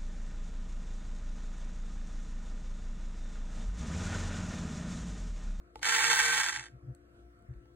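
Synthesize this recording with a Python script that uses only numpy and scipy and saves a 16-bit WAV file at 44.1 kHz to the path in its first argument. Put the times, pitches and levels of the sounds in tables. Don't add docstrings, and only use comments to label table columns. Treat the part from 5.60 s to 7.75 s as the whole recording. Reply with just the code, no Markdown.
import sys
import numpy as np
from scipy import signal
from scipy.fft import rfft, irfft, next_fast_len
from scipy.io import wavfile
from scipy.ndimage import uniform_filter1d, map_coordinates

SR = 44100
rng = np.random.default_rng(int(sys.argv[2]) if len(sys.argv) > 2 else 0)


def master_out(mix):
    frames = np.transpose(np.atleast_2d(mix))
    ceiling = np.clip(frames, -1, 1)
    pcm = np.round(ceiling * 32767).astype(np.int16)
    wavfile.write(sys.argv[1], SR, pcm)


def volts(x):
    e = np.asarray(x, float) / 20
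    return 10 ** e


N = 94815

SHAFT_HZ, OFF_S, ON_S = 154.9, 0.8, 0.215
PINION, CROWN = 10, 46

# frequency in Hz, lead of the left in radians.
DEVICE_LEAD = [(250, 0), (1000, -1.5), (2200, .7), (3600, -3), (4200, .5), (4750, 2.8), (5500, 3.3),
               (14800, 12.6)]
# frequency in Hz, left over right in dB.
DEVICE_PAN = [(300, -2.5), (700, -3.5), (1300, -4), (2400, -7.5), (2900, -1.5), (4400, 0), (5200, 2)]
# frequency in Hz, likeness from 0 to 1.
DEVICE_ALIKE = [(500, .95), (1400, .8), (2500, .68), (3500, .6), (4800, .9), (8500, .92), (10000, .75),
                (14000, .7)]


def unit(x):
    return x / np.sqrt(np.mean(x ** 2) + 1e-20)


def along(points, hz):
    f, v = np.transpose(points)
    return np.interp(np.log(hz + 1), np.log(f + 1), v)


def wobble(rate):
    return map_coordinates(rng.standard_normal(int(N * rate / SR) + 4), [np.arange(N) * rate / SR])


def filtered(x, response):
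    m = next_fast_len(N + SR // 2)
    return irfft(rfft(x, m) * response(np.fft.rfftfreq(m, 1 / SR)), m)[..., :N]


def causal(gain_db):
    def response(hz):
        cepstrum = irfft(gain_db(hz) * np.log(10) / 20)
        half = len(cepstrum) // 2
        cepstrum[1:half] *= 2
        cepstrum[half + 1:] = 0
        return np.exp(rfft(cepstrum))
    return response


def ports(pair, lead, alike, pan):
    def response(hz):
        angle = np.arccos(np.clip(along(alike, hz), 0, 1)) / 2
        phase = np.interp(hz, *np.transpose(lead))
        gap = volts(along(pan, hz) / 2) * np.exp(0.5j * phase)
        left = [np.cos(angle) * gap, np.sin(angle) * gap]
        right = [np.cos(angle) / gap, -np.sin(angle) / gap]
        return np.array([left, right])
    return filtered(pair, response).sum(axis=1)


def breeze():
    # frequency in Hz, density in dB per Hz.
    air_tilt = [(25, -25.5), (60, -6.5), (200, -13), (700, -18.5), (830, -31), (1350, -18), (3000, -36),
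                (15000, -49.5)]
    patch_db, level_db = 2.5, -64.5
    z = signal.stft(rng.standard_normal((2, N)), nperseg=512)[2]
    patches = uniform_filter1d(rng.standard_normal(z.shape[1:]), size=4, axis=0)
    patches = uniform_filter1d(patches, size=14, axis=1)
    noise = signal.istft(z * volts(patch_db * unit(patches)), nperseg=512)[1][:, :N]
    noise = unit(filtered(noise, lambda hz: volts(along(air_tilt, hz))))
    return noise * volts(level_db + 0.25 * wobble(4.8))


def hum():
    # frequency in Hz, rms level in dB.
    hum_tones = [(59.2, -63.5), (118.4, -76), (296.1, -70.5), (349.9, -66.5), (506.0, -78), (694.4, -75.5),
                 (1109, -85.5), (1324, -76.5)]
    sway_db, drift_rad = 3.5, 1.7
    t = np.arange(N) / SR
    out = np.zeros((2, N))
    for hz, db in hum_tones:
        sway = sway_db * np.array([wobble(12.12), wobble(22)])
        tone = np.sin(2 * np.pi * hz * t + drift_rad * wobble(5.96))
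        out += np.sqrt(2) * volts(db + sway) * tone
    return out


def rustles():
    tilt = [(1500, -22), (3000, 10), (9000, 1.0), (11000, -1.5), (14000, -18.5)]  # Hz, dB
    t = np.arange(N) / SR
    hiss = filtered(rng.standard_normal((2, N)), lambda hz: volts(along(tilt, hz)))
    thumb = volts(-70) * np.exp(-0.5 * ((t - 0.18) / 0.02) ** 2)
    sleeve = volts(-82) * np.exp(-0.5 * ((t - 1.59) / 0.045) ** 2)
    return hiss * (thumb + sleeve)


def air():
    # frequency in Hz, lead of the left in radians.
    air_lead = [(300, 0), (950, -2.6), (3500, -3.3), (5500, -3.14), (8500, 0), (14900, 6.3)]
    # frequency in Hz, likeness from 0 to 1.
    air_alike = [(60, .97), (300, .85), (1400, .5), (3000, .6), (5500, .72), (12000, .55)]
    return ports(breeze() + hum() + rustles(), air_lead, air_alike, [(400, 1.0), (800, -1.4)])


def hand():
    # start in seconds, length in seconds, frequency in Hz, peak level in dB.
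    thump_events = [(.955, .08, 126, -53), (1.112, .075, 127, -48), (1.225, .045, 124, -46),
                    (1.262, .068, 126, -36), (1.215, .05, 66, -52), (1.28, .07, 63, -47),
                    (1.15, .05, 64, -54), (1.878, .065, 124, -40), (1.88, .055, 72, -43),
                    (1.94, .06, 52, -44), (2.02, .05, 110, -56), (.13, .06, 68, -58)]
    stretch, skew, softness = 1.2, 0.8, 1.8
    scuff_db, scuff_hz, pan_db = -17, 260, 2.4
    t = np.arange(N) / SR
    thump = np.zeros(N)
    for start, length, hz, db in thump_events:
        progress = np.clip((t - start) / (length * stretch), 0, 1)
        swell = np.abs(np.sin(np.pi * progress ** skew)) ** softness
        thump += volts(db) * swell * np.sin(2 * np.pi * hz * (t - start))
    scuff = unit(filtered(rng.standard_normal((2, N)), lambda hz: hz / (1 + (hz / scuff_hz) ** 4)))
    loudness = np.sqrt(np.abs(uniform_filter1d(thump ** 2, size=900)))
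    both = thump + volts(scuff_db) * scuff * loudness
    return both * volts([[pan_db / 2], [-pan_db / 2]])


def clicks():
    # time in seconds, peak level in dB, low body in dB, treble snap in dB.
    click_events = [(0.1572, -35, -3.5, -15), (0.1935, -39, -19, -20), (0.2174, -37, -17, -27),
                    (0.2248, -34, -15, -12.5), (0.2303, -27.5, -31.5, -2.5), (1.349, -57.5, -16, 10),
                    (1.5554, -74, 1, -16), (1.7904, -69, -10.5, 6), (1.823, -69, -8, 6.5),
                    (1.938, -53, -20, -20.5), (2.0567, -59, -11, -27)]
    # frequency in Hz, level in dB, 60 dB decay in seconds.
    button_modes = [(465, -6, 0.035), (865, -0.5, 0.035), (1230, -9, 0.012), (2160, -10, 0.011),
                    (3400, -13, .007), (4400, -10, 0.01), (7900, -5, .009), (8900, -5, 0.008)]
    crack_db, crack_t60_s, rise_s, crack_hz = -1, 0.01, 0.0012, 10500
    out = np.zeros((2, N + SR))
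    t = np.arange(SR // 8) / SR
    for start, db, body_db, snap_db in click_events:
        tilt = [(700, body_db), (2500, 0), (8000, snap_db)]
        ring = np.zeros((2, len(t)))
        for hz, level, t60 in button_modes:
            mode_db = level + along(tilt, hz) + rng.normal(0, 0.57, (2, 1))
            ring += volts(mode_db - 60 * t / t60) * np.sin(2 * np.pi * hz * t)
        body = volts(body_db / 2) * uniform_filter1d(rng.standard_normal((2, len(t))), size=5)
        snap = volts(snap_db) * np.diff(rng.standard_normal((2, len(t) + 2)), 2) / 3
        crack = volts(crack_db - 60 * t / crack_t60_s) * (body + snap)
        click = ring * (1 - np.exp(-t / rise_s)) + crack
        out[:, round(start * SR):][:, :len(t)] += volts(db + 4.5) * click

    def band(hz):
        return 1 / (1 + (hz / crack_hz) ** 6) / (1 + (300 / (hz + 1)) ** 4)
    return ports(filtered(out[:, :N], band), DEVICE_LEAD, DEVICE_ALIKE, DEVICE_PAN)


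def pump_load(turns):
    stroke_db, return_db, width = 0, 0.8, 0.11
    eccentric_db, wander_db = 2, 1.1
    crank = turns * PINION / CROWN

    def bump(at):
        return np.exp(-0.5 * (((crank - at + 0.5) % 1 - 0.5) / width) ** 2)
    tooth = (turns * PINION).astype(int) % PINION
    eccentric = eccentric_db * unit(rng.standard_normal(PINION))[tooth]
    strokes = stroke_db * bump(0.88) + return_db * bump(0.26)
    return volts(strokes + wander_db * wobble(71.16) + eccentric)


def tooth_knocks(turns):
    pinion_wear_db, crown_wear_db, scatter_db, cap = -5, -4, 4, 2.3
    tooth = np.arange(int(turns[-1] * PINION))
    at = np.interp(tooth, turns * PINION, np.arange(N)).astype(int)
    pinion_wear = volts(pinion_wear_db) * rng.standard_normal((2, PINION))[:, tooth % PINION]
    crown_wear = volts(crown_wear_db) * rng.standard_normal((2, CROWN))[:, tooth % CROWN]
    heavy = np.minimum(rng.exponential(1, 2000), cap)[tooth]
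    sign = np.sign(rng.standard_normal((2, 2000)))[:, tooth]
    size = pinion_wear + crown_wear + unit(volts(scatter_db * heavy)) * sign
    knocks = np.array([np.bincount(at, row, N) for row in size])
    return knocks * np.sqrt(SR / (SHAFT_HZ * PINION))


def slams(t, level_db):
    # time in seconds, peak level in dB.
    slam_events = [(0.2299, -24), (0.2449, -27.5), (0.2536, -22), (0.2646, -26.5), (0.2719, -25),
                   (0.2872, -24.3), (0.293, -18), (0.3064, -27), (0.3229, -22), (0.3427, -20.5),
                   (0.3491, -17.5), (0.3622, -22.5), (0.3679, -26), (0.3815, -20.5), (0.4071, -25.5),
                   (0.4138, -27), (0.4227, -25), (0.4344, -30.5), (0.4423, -18), (0.4661, -23.5),
                   (0.4811, -20), (0.5005, -17.5), (0.5126, -25), (0.5301, -17), (0.5713, -23.5),
                   (0.5902, -18.5), (0.6013, -24.5), (0.6074, -22), (0.6157, -24), (0.6528, -25),
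                   (0.658, -30), (0.681, -25.5), (0.6904, -33), (0.7087, -26), (0.7396, -21),
                   (0.746, -32.5), (0.771, -25.5), (0.7779, -21), (0.8001, -19), (0.8088, -29.5),
                   (0.8144, -32.5), (0.8335, -21), (0.8407, -30), (0.8532, -33.5), (0.8626, -26.5),
                   (0.8786, -29), (0.8865, -23), (0.8943, -28), (0.9254, -32), (0.9515, -31), (0.961, -25),
                   (0.9866, -38), (0.995, -29.5), (1.0065, -34), (1.0273, -39.5), (1.0394, -36.5),
                   (1.047, -45), (1.0574, -39), (1.065, -39), (1.0837, -49.5)]
    gain_db, decay_s, rise_s = 2.5, 0.0028, 0.0004
    out = np.zeros(N)
    for start, db in slam_events:
        shape = np.exp(-np.abs(t - start) / np.where(t > start, decay_s, rise_s))
        out += volts(db + gain_db - np.interp(start, t, level_db)) * shape
    return out


def rattle(t, turns, speed, level_db):
    # frequency in Hz, width in Hz, gain in dB.
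    housing_modes = [(872, 110, 9), (1364, 53, 9), (1577, 105, 14.5), (1872, 300, 11), (2258, 220, 11),
                     (2659, 89, 12), (3092, 140, 11), (3482, 300, 11), (4700, 1000, 2), (5915, 1200, 1.5),
                     (6470, 21, 0.5), (7960, 110, 4), (8310, 190, -19), (9020, 810, 7)]
    # frequency in Hz, density in dB per Hz.
    shell_tilt = [(150, -28.5), (650, -20.5), (850, -7.5), (2000, -9), (2700, -15), (5300, -7.5),
                  (7200, -6.5), (10800, -22)]
    rub_db, trim_db, dull_hz = 0, 1, 11500
    slam_coast_db, slam_treble_db, slam_top_hz = 3, -6, 4800

    def slam_tone(hz):
        treble = volts(slam_treble_db)
        return treble + (1 - treble) / (1 + 1j * (hz / slam_top_hz) ** 2)

    def body_db(hz):
        modes = sum(db / (1 + (2 * (hz - centre) / width) ** 2) for centre, width, db in housing_modes)
        return along(shell_tilt, hz) + modes

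    load = pump_load(turns)
    rub = rng.standard_normal((2, N))
    drive = (tooth_knocks(turns) + volts(rub_db) * rub) * load / load.mean() * speed ** 0.3
    slam_noise = np.sign(rub) * slams(t, level_db) * volts(-slam_coast_db * (1 - speed))
    drive = drive + filtered(slam_noise, slam_tone)
    colour = causal(body_db)
    scale = np.std(filtered(drive, colour)[:, :int(OFF_S * SR)])
    out = filtered(drive * volts(level_db + trim_db), colour) / scale
    return out - (1 - speed ** 0.77) * filtered(out, lambda hz: hz > dull_hz)


def whine(t, turns, speed, level_db):
    # shaft order, level in dB.
    whine_orders = [(1, -61), (2, -68.5), (3, -51.5), (7, -49), (8, -48.5), (9, -53.5), (10, -34.5),
                    (12, -45), (17, -46), (20, -53), (48, -49.5), (51, -52), (54, -59), (57, -56.5),
                    (59, -50.5), (60, -56), (61, -52.5), (62, -58)]
    spin_up_s, rise_s, sway_db, drift_rad = 0.009, 0.04, 3.2, 0.45
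    since_on = np.maximum(t - ON_S, 0)
    spun = turns - SHAFT_HZ * spin_up_s * (1 - np.exp(-since_on / spin_up_s))
    out = np.zeros((2, N))
    for order, db in whine_orders:
        sway = sway_db * np.array([wobble(14), wobble(14)])
        drift = drift_rad * (1 + order / 60) * wobble(22)
        out += volts(db + sway) * np.sin(2 * np.pi * order * spun + drift)
    fade = volts(level_db - level_db.max()) * speed ** 4
    return out * fade * (1 - np.exp(-since_on / rise_s))


def motor():
    # time in seconds, level in dB.
    motor_level = [
        (0.212, -71),
        (0.231, -36.5),
        (0.271, -29.5),
        (0.585, -27.5),
        (0.891, -31.5),
        (0.901, -32),
        (0.947, -33),
        (1.059, -47.5),
        (1.13, -74),
    ]
    coast_s = 0.13
    t = np.arange(N) / SR
    level_db = np.interp(t, *np.transpose(motor_level), left=-120, right=-120)
    speed = np.exp(-np.maximum(t - OFF_S, 0) / coast_s)
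    turns = np.cumsum(SHAFT_HZ * speed) / SR
    both = rattle(t, turns, speed, level_db) + whine(t, turns, speed, level_db)
    return ports(both, DEVICE_LEAD, DEVICE_ALIKE, DEVICE_PAN)


def room(x):
    t60_s = 0.16
    t = np.arange(SR // 3) / SR
    tail = rng.standard_normal((1, len(t))) * volts(-60 * t / t60_s) * (t > 0.004)
    return signal.fftconvolve(x, tail / np.linalg.norm(tail), axes=1)[:, :N]


def scene():
    device = motor() + clicks()
    return device + volts(-13) * room(device) + hand() + air()


def masked(x):
    # frequency in Hz, drop threshold in dB under the other.
    mask_depth = [(4300, -40), (4700, -8.5), (5700, -8.5), (6000, -11), (8500, -11), (11000, -3),
                  (12800, -1.5), (14000, -3)]
    sway_db, edge_hz, edge_sway_hz = 1.8, 15250, 500
    hz, _, z = signal.stft([x[0] + x[1], x[0] - x[1]], SR, nperseg=2048)
    count = z.shape[2]
    power = np.abs(uniform_filter1d(np.abs(z) ** 2, size=16, axis=1))
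    sway = sway_db * np.repeat(rng.standard_normal(count), 2)[:count]
    threshold = volts(along(mask_depth, hz)[:, None] + sway) ** 2
    keep = power > power[::-1] * threshold
    edge = edge_hz + edge_sway_hz * np.repeat(rng.standard_normal(count), 3)[:count]
    keep &= hz[:, None] < edge
    mid, side = signal.istft(z * keep, nperseg=2048)[1][:, :N] / 2
    return np.array([mid + side, mid - side])


def top_cut(x):
    return signal.sosfilt(signal.butter(12, 16210, fs=SR, output="sos"), x)


def record(dry):
    mix = masked(filtered(dry, lambda hz: hz < 15850))
    return top_cut(mix)


dry = scene()
out = record(dry)
master_out(out)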